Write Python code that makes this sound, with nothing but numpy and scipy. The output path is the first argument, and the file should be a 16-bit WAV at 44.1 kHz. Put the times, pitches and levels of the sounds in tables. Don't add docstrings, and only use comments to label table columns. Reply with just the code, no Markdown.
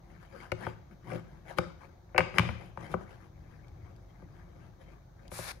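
import sys
import numpy as np
from scipy import signal
from scipy.fft import rfft, irfft, next_fast_len
from scipy.io import wavfile
from scipy.ndimage import uniform_filter1d

SR = 44100
rng = np.random.default_rng(int(sys.argv[2]) if len(sys.argv) > 2 else 0)


def pcm_store(signal):
    levels = np.round(np.clip(np.atleast_2d(signal), -1, 1) * 32767)
    wavfile.write(sys.argv[1], SR, levels.astype(np.int16).T)


N = 246945

# (frequency [Hz], relative density [dB])
AIR_SPECTRUM = [(20, -20.5), (45, 3), (125, 0.5), (200, -16), (330, -14), (430, -20.5), (720, -15.5),
                (1000, -22.5), (2000, -34.5), (2700, -46), (3800, -34), (5200, -40.5), (6200, -34),
                (7600, -51), (11500, -53), (12600, -43), (15500, -50.5)]
DRONE_SPECTRUM = [(40, -13), (62, -2.5), (88, 2.5), (120, -0.5), (170, -11.5), (230, -30), (300, -12),
                  (420, -28.5), (800, -80)]
SCRAPE_SPECTRUM = [(250, -17), (500, -3), (900, -2), (1400, -1.5), (1700, 1), (1950, -6), (2300, -2),
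                   (3100, -14), (3800, -5.5), (6000, -10.5), (9000, -34.5)]
SWISH_SPECTRUM = [(2500, -17), (4000, -4), (5300, 1.5), (6000, 1.5), (7300, 4), (8300, 0.5), (10000, 9.5),
                  (12000, -1), (14300, -1), (15500, -26.5)]
RUMBLE_SPECTRUM = [(50, -22.5), (85, -11.5), (120, -2), (170, 2.5), (215, -5.5), (260, -15), (350, -6.5),
                   (450, -19), (900, -58)]
RUB_SPECTRUM = [(150, -12), (300, -4), (500, -7), (900, -2), (1400, -5.5), (2000, -7), (2700, -16),
                (3500, -28.5), (5000, -24), (7500, -30), (12000, -56.5)]
SKIN_SPECTRUM = [(2000, -8.5), (3800, 10), (5200, -6.5), (6500, 4), (8200, -5), (10000, 9.5), (12000, -6),
                 (13500, 2.5), (15500, -14)]
TICK_SPECTRUM = [(1500, -14), (2600, -3), (3500, 7), (5000, 4), (6000, 0), (7700, -3), (10000, -2),
                 (13000, -8.5), (15500, -16.5)]
# (frequency [Hz], relative level [dB], t60 [s])
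DESK_MODES = [(80, -6.5, 0.19), (113.3, -2.5, 0.19), (168, 2.5, 0.12), (216.4, -7, 0.13)]
CAP_MODES = [(288, -22, 0.11), (361.7, -4, 0.069), (520.6, -0.5, 0.046), (594.6, -1.5, 0.036),
             (753, -1, 0.027)]
RIM_MODES = [(863, 2, 0.017), (1000, -2, 0.019), (1210, 3.5, 0.02), (1210, 0, 0.007), (1504, 2, 0.02)]
BARREL_MODES = [(1775, -1, 0.019), (2043, 2, 0.02), (2299, 4, 0.023), (2460, -9.5, 0.018),
                (2590, -3, 0.019), (2855, -8, 0.026), (2870, -16, 0.026), (3750, -24, 0.0067),
                (5230, -29.5, 0.027)]
SPRING_MODES = [(2270, -7.5, .35), (2414, 2, 0.45), (2513, -0.5, 0.69), (2666, -3.5, 0.7), (2730, -4, 0.48),
                (2813, -6.5, .25)]

BODY_RESONANCES = [(367, 15, 12), (532, 35, 14), (730, 56, 4.5), (1190, 50, 4), (1606, 89, 5.5),
                   (2240, 120, 5), (3170, 150, 9.5), (4830, 190, 6)]
HUM_TONES = [(48.4, -61), (166.9, -67)]
ROOM_T60 = [(100, 0.7), (300, 0.41), (1000, 0.46), (2500, 0.56), (6000, 0.53), (12000, 0.19)]
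ROOM_EQ = [(100, -1.5), (250, 0), (400, 2), (1000, -2), (2000, -5), (2700, -4), (3600, 2), (5000, 1),
           (8000, -1), (12000, -8)]
CONTACT_PAN = [(60, 3), (150, 2), (300, 4.5), (520, 14), (1200, 10), (2400, 6.5), (4500, 10), (8000, 1.5),
               (12000, -0.5)]
NOISE_COHERENCE = [(50, 0.99), (200, .85), (600, 0.22), (2000, 0.094), (6000, .15), (11000, 0.4)]

# (centre [s], half length [s], effort [dB])
ROLL_PUSHES = [(3.36, 0.2, -55), (3.82, 0.12, -50.5), (4.267, 0.074, -52.5), (4.617, 0.13, -55)]
# (centre [s], half length [s], strength [dB], weight on desk [dB])
FINGER_STROKES = [(0.242, .024, -56, -16), (0.409, 0.056, -51.5, -4.5), (0.651, 0.041, -45.5, 1),
                  (0.924, 0.013, -64.5, 14.5), (1.13, 0.044, -47.5, 9.5), (1.504, 0.024, -48, -11),
                  (1.583, 0.0066, -40, -24), (1.628, 0.052, -55, 5), (1.835, 0.024, -57.5, -10.5),
                  (2.375, 0.02, -40.5, -4.5), (2.451, .06, -46.5, 6), (2.634, 0.044, -55, 4.5),
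                  (2.84, 0.04, -49, 3), (2.924, 0.016, -45, 1), (3.013, 0.029, -57, 5),
                  (3.122, .033, -55, -12), (3.232, .035, -59.5, 0), (3.537, 0.035, -63.5, 7.5),
                  (4.213, 0.022, -66, 8), (4.385, 0.037, -67, 1.5), (4.822, 0.014, -60, -5)]
# (time [s], level [dB])
MOUNT_TICKS = [(3.682, -57), (3.963, -59), (4.665, -63), (5.279, -47.5)]
# (time [s], strength [dB], hardness [dB/octave], weight on desk [dB], metal tick [dB],
# looseness [factor on cap t60])
KNOCKS = [(0.518, -28.5, 4, 0.5, -5.5, 1.12), (0.6666, -26, -6.5, -5.5, -23, 0.92),
          (1.117, -45.5, 8, 7.5, -22, 2), (1.5847, -18.5, -1, -4.5, -8.5, 0.97),
          (2.1459, -34.5, 2, 0, -30, 2.4), (2.161, -35.5, 4.5, -12, -24, 4.5),
          (2.179, -14, 2.5, -10.5, -8, 1.4), (2.1812, -16.5, 6.5, -8.5, -10.5, 1.83),
          (2.1923, -24.5, 6.5, -5, -11, 0.66), (2.2052, -21.5, 5.5, -13.5, -22, 0.57),
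          (2.341, -40.5, 5, 0, -21.5, 0.36), (2.3836, -12, 5.5, -15, -7, 0.5),
          (2.3942, -18, 3, -5.5, -12, 0.34), (2.4892, -30.5, 3.5, -2, -22.5, 0.57),
          (2.7732, -30.5, -7.5, -10, -24.5, 0.81), (2.9398, -23, -8.5, -3, -36, 0.92),
          (4.2205, -52, -7, 5.5, -17.5, 0.78), (5.316, -40, -1, -0.5, -10, 1.05),
          (5.3882, -35, -12, -0.5, -15, 1)]


def amp(db):
    return 10 ** (np.asarray(db) / 20)


def unit_rms(x):
    return x / np.sqrt(np.mean(x ** 2) + 1e-20)


def log_interp(points, hz):
    point_hz, values = np.transpose(points)
    return np.interp(np.log(hz + 1), np.log(point_hz + 1), values)


def wobble(rate_hz):
    knots = rng.standard_normal(int(N * rate_hz / SR) + 4)
    return signal.resample(knots, next_fast_len(N))[:N]


def filtered(x, response):
    n = x.shape[-1]
    padded = next_fast_len(n + 8192)
    return irfft(rfft(x, padded) * response(np.fft.rfftfreq(padded, 1 / SR)), padded)[..., :n]


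def pan(left_db):
    return amp(np.array([[0.5], [-0.5]]) * left_db)


def noise(spectrum, size=N):
    def mid_side_gains(hz):
        angle = np.arccos(np.clip(log_interp(NOISE_COHERENCE, hz), -1, 1)) / 2
        return amp(log_interp(spectrum, hz)) * [np.cos(angle), np.sin(angle)]
    mid, side = filtered(rng.standard_normal((2, size)), mid_side_gains)
    return unit_rms(np.array([mid + side, mid - side]))


def add(track, time_s, sound):
    part = track[:, round(time_s * SR):][:, :sound.shape[1]]
    part += sound[:, :part.shape[1]]


def swells(centre_s, half_length_s, level_db):
    grid_s = np.linspace(0, N / SR, N // 64)
    bells = np.exp(-((grid_s - centre_s[:, None]) / half_length_s[:, None]) ** 2)
    return np.interp(np.arange(N) / SR, grid_s, np.sqrt(amp(level_db) ** 2 @ bells))


def ambience():
    t = np.arange(N) / SR
    hum = np.zeros(N)
    for hz, db in HUM_TONES:
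        peak = np.sqrt(2) * amp(db + 2 * wobble(0.91))
        hum += peak * np.sin(2 * np.pi * hz * t + 0.52 * wobble(2))
    return (amp(-55.5) * noise(AIR_SPECTRUM) + amp(-2.5) * hum) * pan(1.1)


def room(x, build_up_s=0.0027):
    hz, t, bins = signal.stft(rng.standard_normal((2, SR // 2)), SR, nperseg=256)
    decay = amp(-60 * t / log_interp(ROOM_T60, hz)[:, None])
    onset = 1 - np.exp(-t / build_up_s)
    tail = signal.istft(bins * decay * onset, SR, nperseg=256)[1]
    tail = filtered(tail / np.linalg.norm(tail[0]), lambda f: amp(log_interp(ROOM_EQ, f)))
    return signal.fftconvolve(x.mean(0)[None], tail, axes=1)


def rolling():
    return swells(*np.transpose(ROLL_PUSHES)) * noise(DRONE_SPECTRUM) * pan(4.4)


def hand_slide(start_s=5.305, lift_s=5.517, attack_s=0.042, scrape_db_per_s=38, swish_db_per_s=-18.5):
    t = np.arange(N) / SR
    slide_s = np.clip(t, start_s, lift_s) - lift_s
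    lifted_s = np.maximum(t - lift_s, 0)
    release_db = -12 * np.tanh(lifted_s / 0.0059) - 231 * lifted_s
    touch = np.clip((t - start_s) / attack_s, 0, 1) * amp(release_db)
    grain = unit_rms(amp(0.97 * wobble(400) + 0.62 * wobble(35)))
    scrape = amp(-43 + scrape_db_per_s * slide_s) * noise(SCRAPE_SPECTRUM) * pan(7)
    swish = amp(-50.5 + swish_db_per_s * slide_s) * noise(SWISH_SPECTRUM) * pan(2.3)
    return touch * grain * (scrape + swish)


def lens_body(x):
    def response(f):
        return amp(sum(db / (1 + ((f - hz) / width_hz) ** 2) for hz, width_hz, db in BODY_RESONANCES))
    return filtered(x, response)


def wandering_contact(x, depth_db):
    bins = signal.stft(x, nperseg=512)[2]
    patches = uniform_filter1d(rng.standard_normal(bins.shape[1:]), size=5, axis=0)
    patches = uniform_filter1d(patches, size=6, axis=1)
    gain = unit_rms(amp(depth_db * unit_rms(patches)))
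    return signal.istft(bins * gain, nperseg=512)[1][:, :N]


def fingers(skin_offset_db=-19, grip_swing_db=3.5):
    centre_s, half_length_s, strength_db, weight_db = np.transpose(FINGER_STROKES)
    skin_db = strength_db + skin_offset_db - 2 * rng.standard_normal(len(FINGER_STROKES))
    rumble_gain = swells(centre_s, half_length_s, strength_db + weight_db)
    rub_gain = swells(centre_s, half_length_s, strength_db)
    skin_gain = swells(centre_s, half_length_s, skin_db)
    grip = amp(-69.5) + amp(-26.5) * swells(*np.transpose(ROLL_PUSHES))
    grip *= amp(grip_swing_db * wobble(rate_hz=9))
    catches = unit_rms(amp(2.3 * wobble(rate_hz=450)))
    rumble = amp(-2.5) * np.hypot(rumble_gain, amp(7) * grip) * noise(RUMBLE_SPECTRUM) * pan(5.2)
    rub = amp(-4) * np.hypot(rub_gain, grip) * noise(RUB_SPECTRUM) * pan(10.94)
    skin = np.hypot(skin_gain, amp(-22.5) * grip) * noise(SKIN_SPECTRUM) * pan(1.5)
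    direct = rumble + lens_body(wandering_contact(catches * (rub + skin), depth_db=3.5))
    return direct + amp(-9.5) * room(direct)[:, :N]


def ring(modes, attack_s, spread_db, detune, phase_spread_rad, tilt_db_per_oct=0, t60_scale=1):
    hz, db, t60_s = np.transpose(modes)[:, :, None]
    t = np.arange(int(1.5 * t60_s.max() * t60_scale * SR)) / SR
    size, shift, phase, skew = rng.standard_normal((4, len(modes), 1))
    angle = 2 * np.pi * hz * (1 + detune * shift) * t + phase_spread_rad * phase
    level_db = db + spread_db * size + tilt_db_per_oct * np.log2(hz / hz[0])
    onset = 1 - np.exp(-(t / attack_s) ** 2)
    polarity = (-1) ** np.arange(len(modes))[:, None]
    envelope = polarity * onset * amp(level_db - 60 * t / (t60_s * t60_scale))
    left = (envelope * np.sin(angle)).sum(0)
    right = (envelope * np.sin(angle - 0.93 * skew)).sum(0)
    pair = np.array([left, right])
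    return pair / np.abs(pair).max()


def metal_tick(t60_s=0.014, attack_s=0.00071):
    t = np.arange(SR // 30) / SR
    envelope = amp(-60 * t / t60_s) * (1 - np.exp(-t / attack_s))
    return envelope * unit_rms(lens_body(noise(TICK_SPECTRUM, size=len(t))))


def aperture_spring(barrel_db):
    tone = ring(SPRING_MODES, attack_s=0.0039, spread_db=0.5, detune=0.0062, phase_spread_rad=1.8)
    return amp(1.85 * barrel_db - 22.5) * tone


def judder(count=3, start_s=1.134, gap_s=0.0105, scatter_s=0.002):
    return [(start_s + k * gap_s + scatter_s * late, -44.5 + 2.5 * size, 1, 5, -14, 1)
            for k, (late, size) in enumerate(rng.standard_normal((count, 2)))]


def strike(strength_db, hardness_db_per_oct, weight_db, metal_db, looseness):
    looseness = max(looseness, 0.3)
    desk_db = strength_db + weight_db - 0.5 - 4 * np.log2(looseness)
    cap_db = strength_db + weight_db + 1 + 4.5 * np.log2(looseness)
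    rim_db = strength_db + 0.5
    barrel_db = strength_db - 3.5 + 1.3 * hardness_db_per_oct
    desk = ring(DESK_MODES, attack_s=0.007, spread_db=4.5, detune=0.014, phase_spread_rad=0.52)
    cap = ring(CAP_MODES, attack_s=0.0054, spread_db=1.2, detune=0.013, phase_spread_rad=0.88,
               t60_scale=looseness)
    rim = ring(RIM_MODES, attack_s=0.0014, spread_db=2, detune=0.022, phase_spread_rad=1,
               tilt_db_per_oct=hardness_db_per_oct, t60_scale=looseness ** 0.5)
    barrel = ring(BARREL_MODES, attack_s=0.00043, spread_db=1, detune=0.024, phase_spread_rad=0.98,
                  tilt_db_per_oct=hardness_db_per_oct / 2, t60_scale=looseness ** 0.5)
    blow = np.zeros((2, SR // 4))
    for db, part in (desk_db, desk), (cap_db, cap), (rim_db, rim), (barrel_db, barrel):
        add(blow, 0, amp(db) * part)
    add(blow, 0, amp(strength_db + metal_db) * metal_tick())
    return blow, barrel_db


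def lens_contacts():
    direct, reverb = np.zeros((2, 2, N))
    for time_s, *contact in [*KNOCKS, *judder()]:
        blow, barrel_db = strike(*contact)
        add(direct, time_s, blow)
        add(reverb, time_s, room(blow))
        add(direct, time_s, aperture_spring(barrel_db))
    for time_s, db in MOUNT_TICKS:
        add(direct, time_s, amp(db) * metal_tick())
    direct = filtered(direct, lambda hz: pan(log_interp(CONTACT_PAN, hz)))
    return direct + amp(-9) * pan(6.4) * reverb


def scene():
    return lens_contacts() + fingers() + rolling() + hand_slide() + ambience()


def record(dry, ceiling=0.95, cutoff_hz=15800):
    rounded = dry / (1 + np.abs(dry / ceiling) ** 8) ** (1 / 8)
    return filtered(rounded, lambda hz: hz < cutoff_hz)


dry = scene()
out = record(dry)
pcm_store(out)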